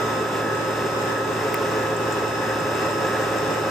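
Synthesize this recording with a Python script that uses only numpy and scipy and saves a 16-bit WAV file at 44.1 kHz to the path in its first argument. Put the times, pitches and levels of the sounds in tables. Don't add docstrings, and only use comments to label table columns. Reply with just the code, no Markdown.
import sys
import numpy as np
from scipy import signal
from scipy.fft import rfft, irfft
from scipy.io import wavfile
from scipy.ndimage import uniform_filter1d

SR = 44100
rng = np.random.default_rng(int(sys.argv[2]) if len(sys.argv) > 2 else 0)


def store_wav(level_fs):
    pcm = np.round(np.clip(np.atleast_2d(level_fs), -1, 1) * 32767)
    wavfile.write(sys.argv[1], SR, pcm.T.astype(np.int16))


N = 163170
RASP_PEAK_S, RASP_DB = .5, 3.5


def undb(db):
    return 10 ** (np.asarray(db) / 20)


def on_log(table, column, hz):
    table = np.array(table, float)
    return np.interp(np.log(np.maximum(hz, 1)), np.log(table[:, 0]), table[:, column])


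def walk(rate_hz):
    held = np.repeat(rng.standard_normal(int(N * rate_hz / SR) + 2), repeats=16)
    slewed = uniform_filter1d(uniform_filter1d(held, size=16), size=16)
    return 1.3 * np.interp(np.arange(N) * 16 * rate_hz / SR, np.arange(len(held)), slewed)


def tones(table):
    t, out = np.arange(N) / SR, np.zeros((2, N))
    settled_s, drifts_s = 1.7, 2.3
    for hz, db, pan_db, lead, *shift_db in table:
        loose = np.sqrt(min(hz, 6000) / 2000)
        phase = 2 * np.pi * (hz * t + rng.random())
        phase += loose * (.3 * walk(rate_hz=4) + .12 * walk(rate_hz=40))
        tone = np.sqrt(2) * undb(db + 1.3 * loose * walk(rate_hz=4)) * np.exp(1j * phase)
        if shift_db:
            tone *= undb(np.interp(t, [0, settled_s, drifts_s, N / SR], [shift_db[0], 0, 0, shift_db[1]]))
        to_left = undb(pan_db / 2) * np.exp(.5j * lead)
        out[0] += (tone * to_left).imag
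        out[1] += (tone / to_left).imag
    return out


def drive_beat(at_s, db, period_s=.664):
    turn = 2 * np.pi * (np.arange(N) / SR - at_s) / period_s
    return undb(db * (np.cos(turn) + .6 * np.cos(2 * turn)))


def drive_whine():
    # pitch_hz, level_db, left_minus_right_db, left_lead_rad
    motor = [(111.8, -38.5, -1, -0.12), (166.4, -46, -2, -0.15), (223.5, -45, 0, -0.044),
             (279.4, -41.5, -4, 0.19), (337.6, -46, -3, 0.54), (564, -55, 5, 0.5)]
    gears = [(1216.8, -56, 18, 0.0), (1285.4, -33, -5, -0.9), (1357.6, -54, 8, 0.6), (2502.4, -60, 1, 0.6),
             (2639.0, -50, 0, 1.1), (3787.0, -64, 9, 0.7), (5077.8, -62, 9, 0.6), (5346.8, -63, 7, -0.5),
             (6358.4, -66, 4, -0.1), (6426.4, -63, -3, -0.9), (6495.4, -68, -3, 0.2)]
    cogs = [(324.5, -44, -7, .4), (364, -51, -3, 0.15), (423, -46, 7, 0.71), (431, -43, -8, 0.83),
            (522.3, -46.5, -1, 0.7), (528.2, -36.5, 2, 0.016), (869, -46.5, -3, .5), (857, -47, -1, .2),
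            (1050, -47, 12, 0.26), (1578, -51, 7, 0)]
    spindle = [(3119.2, -61, 6, 1.4), (3430.8, -57, -3, 1.7), (5013.5, -65, 7, 2.7), (5638.4, -68, 4, -2.7),
               (6886.2, -65, 5, -.2), (7462.7, -67, -2, -.9), (7774.6, -67, 3, -1), (8133.8, -67, 2, -1.2),
               (8445.9, -62, 2, -1.2), (8681.1, -66, 2, -1.6), (9381.6, -67, 0, -3.14),
               (10299.5, -70, 0, 3.14), (12404.3, -72, 0, .2)]
    head = [(120.3, -58, -4, -0.4), (129.8, -50, -1, 0), (150.5, -47, -1, 0.2), (161.8, -51, -3, -0.5),
            (388, -43, -5, 0.2), (539.7, -41.5, 2, 0.4), (1954.6, -52, 2, .8), (2305.7, -59, 2, -.9),
            (2708.4, -55.5, 0, .7), (3636.2, -60, 4, 0), (3683, -58.5, 6, .6)]
    rasping = [(1670.5, -51, 3, .9), (1673.2, -47, 1, .6), (1685.4, -50, 1, .4), (1727.8, -49.5, 2, .9),
               (1730.8, -49, 3, .3), (1785, -54, 0, .2)]
    # extra_at_start_db, extra_at_end_db
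    shifting = [(2570.7, -49, 4, -.6, -9, 1), (2807.8, -56, 1, 1.9, -4, 2), (2971.9, -58, -1, .8, -1, 6),
                (5141.5, -54, 5, -.8, 6, 0), (5209.5, -59, 5, .5, -10, 0)]
    dipping = [(5277.4, -57.5, 8, .1, -5, 0), (5302.6, -59, 9, 0, -11, 0)]
    whine = tones(motor + gears + cogs + spindle + head + shifting)
    whine += drive_beat(at_s=.58, db=-5) * tones(dipping)
    return whine + drive_beat(RASP_PEAK_S, RASP_DB) * tones(rasping)


def rattle():
    # period_s, memory_ratio, centre_hz, width_octaves, power_share, throb_hz, throb_depth_ratio
    repeats = [(.15755, 0.86, 460, 1.1, 0.57, 6.347, 0.16), (.66205, 0.68, 1710, 0.098, 0.32, 55.89, 0.23),
               (.08335, 0.82, 8100, 1.04, 0.28, 12., 0.09), (.66205, 0.69, 160, 0.74, 0.5, 55.89, 0.46)]
    rasp_row = 1
    hz, t = np.arange(N // 2 + 1) * SR / N, np.arange(N) / SR
    patterns, fresh_share = 0, 1
    for row, (period, memory, centre_hz, octaves, share, throb_hz, depth) in enumerate(repeats):
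        band_share = share * np.exp(-.5 * (np.log2(np.maximum(hz, 1) / centre_hz) / octaves) ** 2)
        comb = np.sqrt(1 - memory ** 2) / (1 - memory * np.exp(-2j * np.pi * hz * period))
        repeating = irfft(rfft(rng.standard_normal(N)) * comb, N)
        if row == rasp_row:
            repeating *= drive_beat(RASP_PEAK_S, RASP_DB)
        throb = 1 + depth * np.sin(2 * np.pi * throb_hz * t)
        patterns += np.sqrt(band_share) * rfft(repeating * throb)
        fresh_share -= band_share
    flicker = undb(1.26 * walk(rate_hz=12))
    return patterns + np.sqrt(np.clip(fresh_share, 0, 1)) * rfft(flicker * rng.standard_normal(N))


def stereo_image(direct, diffuse):
    # frequency_hz, likeness_ratio, left_lead_rad, left_minus_right_db
    image = [(30, .85, 0, -1.2), (70, .97, 0, -1.5), (200, .95, .1, -2), (500, .87, .3, -.5),
             (900, .8, .4, -.3), (1500, .5, .3, .5), (2000, .62, .3, 1.5), (3000, .5, 1.1, .5),
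             (3800, .45, .7, 3.5), (4600, .25, .3, 3), (5300, .45, -.3, 4), (6700, .35, -.3, 1.5),
             (7600, .7, -.8, 3), (8500, .75, -1.3, 1.2), (9200, .995, -3.14, 0), (10900, .995, -3.14, 0),
             (11400, .5, -4.4, 0), (12600, .96, -6.2, 0), (14200, .97, -6.4, -1.5), (15400, .92, -8.4, 0)]
    hz = np.arange(len(direct)) * SR / N
    likeness = on_log(image, 1, hz)
    to_left = undb(on_log(image, 3, hz) / 2) * np.exp(.5j * on_log(image, 2, hz))
    mid = direct * np.sqrt((1 + likeness) / 2)
    side = diffuse * np.sqrt((1 - likeness) / 2)
    return irfft(np.array([(mid + side) * to_left, (mid - side) / to_left]), N)


def machine_rumble(level_db=-25):
    # frequency_hz, relative_density_db
    body = [(25, -42), (50, -28.5), (80, -18.5), (110, -18.5), (200, -15), (290, -13), (330, -8.5),
            (430, -3.5), (480, -11), (530, -5.5), (650, -13), (870, -10.5), (1150, -14.5), (1450, -15),
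            (1700, -15), (1950, -18.5), (2200, -26.5), (2650, -22.5), (3200, -30), (3650, -27), (4100, -33),
            (4700, -34.5), (5250, -28.5), (5900, -35), (6450, -30.5), (7000, -36.5), (7550, -31.5),
            (8000, -36.5), (8500, -31.5)]
    treble = [(9000, -37), (9500, -36), (10800, -38), (11300, -42), (12500, -40), (13800, -46),
              (15500, -43), (15900, -60), (16400, -95)]
    # time_s, gain_db
    load = [(0, -0.5), (.8, -1), (1.6, -0.6), (2.4, 0), (3.1, 0.26), (3.7, 0.7)]
    colour = undb(on_log(body + treble, 1, np.arange(N // 2 + 1) * SR / N))
    rumble = stereo_image(rattle() * colour, rattle() * colour)
    load_db = np.interp(np.arange(N) / SR, *np.array(load).T)
    return rumble * undb(level_db + load_db) / np.sqrt(np.mean(rumble ** 2))


def add(track, start_s, sound, peak_db):
    i = int(start_s * SR)
    sound = sound[:N - i]
    track[i:i + len(sound)] += sound * undb(peak_db) / np.abs(sound).max()


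def belt_ticks(centre_hz=7540, spread_hz=110, width_hz=870, t60_s=.058):
    # start_s, peak_db
    ticks = [(0.1925, -41), (0.3945, -40), (0.5477, -35), (0.7063, -37), (0.8649, -34), (1.0196, -33),
             (1.1772, -37), (1.3289, -37), (1.492, -36), (1.6496, -35), (1.8073, -37), (1.9644, -30),
             (2.1217, -28), (2.2792, -33), (2.4374, -52), (2.5995, -33), (2.7521, -33), (2.9093, -32),
             (3.0674, -32), (3.2306, -34), (3.3787, -34), (3.5369, -36)]
    second_after_s, second_db = .068, -42
    t, track = np.arange(int(t60_s * SR)) / SR, np.zeros(N)
    fade = np.exp(-np.log(1000) * t / t60_s)
    for (start_s, db), chance in zip(ticks, rng.standard_normal((len(ticks), 3))):
        first = (start_s, db, chance[0])
        second = (start_s + second_after_s, second_db + 2 * chance[1], chance[2])
        for at_s, peak_db, detune in (first, second):
            hz = centre_hz + spread_hz * detune
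            band = signal.butter(2, [hz - width_hz / 2, hz + width_hz / 2], "bandpass", fs=SR, output="sos")
            add(track, at_s, signal.sosfilt(band, rng.standard_normal(len(t)) * fade), peak_db)
    spectrum = rfft(track)
    return stereo_image(direct=spectrum, diffuse=.3 * spectrum)


def chip_snaps(rise_s=.0002):
    # start_s, peak_db
    chips = [(1.5432, -10), (2.1306, -30)]
    # pitch_hz, relative_db, t60_s, delay_s
    modes = [(14900, 0, .0028, 0), (13300, -4, .002, 0), (10700, -5, .002, 0), (7600, -11, .002, .0001),
             (4900, -12, .003, .0003), (2050, -7, .006, .0006)]
    t, track = np.arange(SR // 100) / SR, np.zeros(N)
    for start_s, peak_db in chips:
        ring = 0
        for hz, mode_db, t60_s, delay_s in modes:
            age = np.maximum(t - delay_s, 0)
            envelope = (1 - np.exp(-age / rise_s)) * np.exp(-np.log(1000) * age / t60_s)
            ring += undb(mode_db) * envelope * np.sin(2 * np.pi * (hz * age + rng.random()))
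        add(track, start_s, ring, peak_db)
    return np.array([track, np.roll(track, 1)])


def scene():
    ticks, chips = belt_ticks(), chip_snaps()
    return drive_whine() + machine_rumble() + ticks + chips


def record(dry):
    top_hz = 16600
    return signal.sosfilt(signal.ellip(10, .2, 80, top_hz, fs=SR, output="sos"), dry)


dry = scene()
out = record(dry)
store_wav(out)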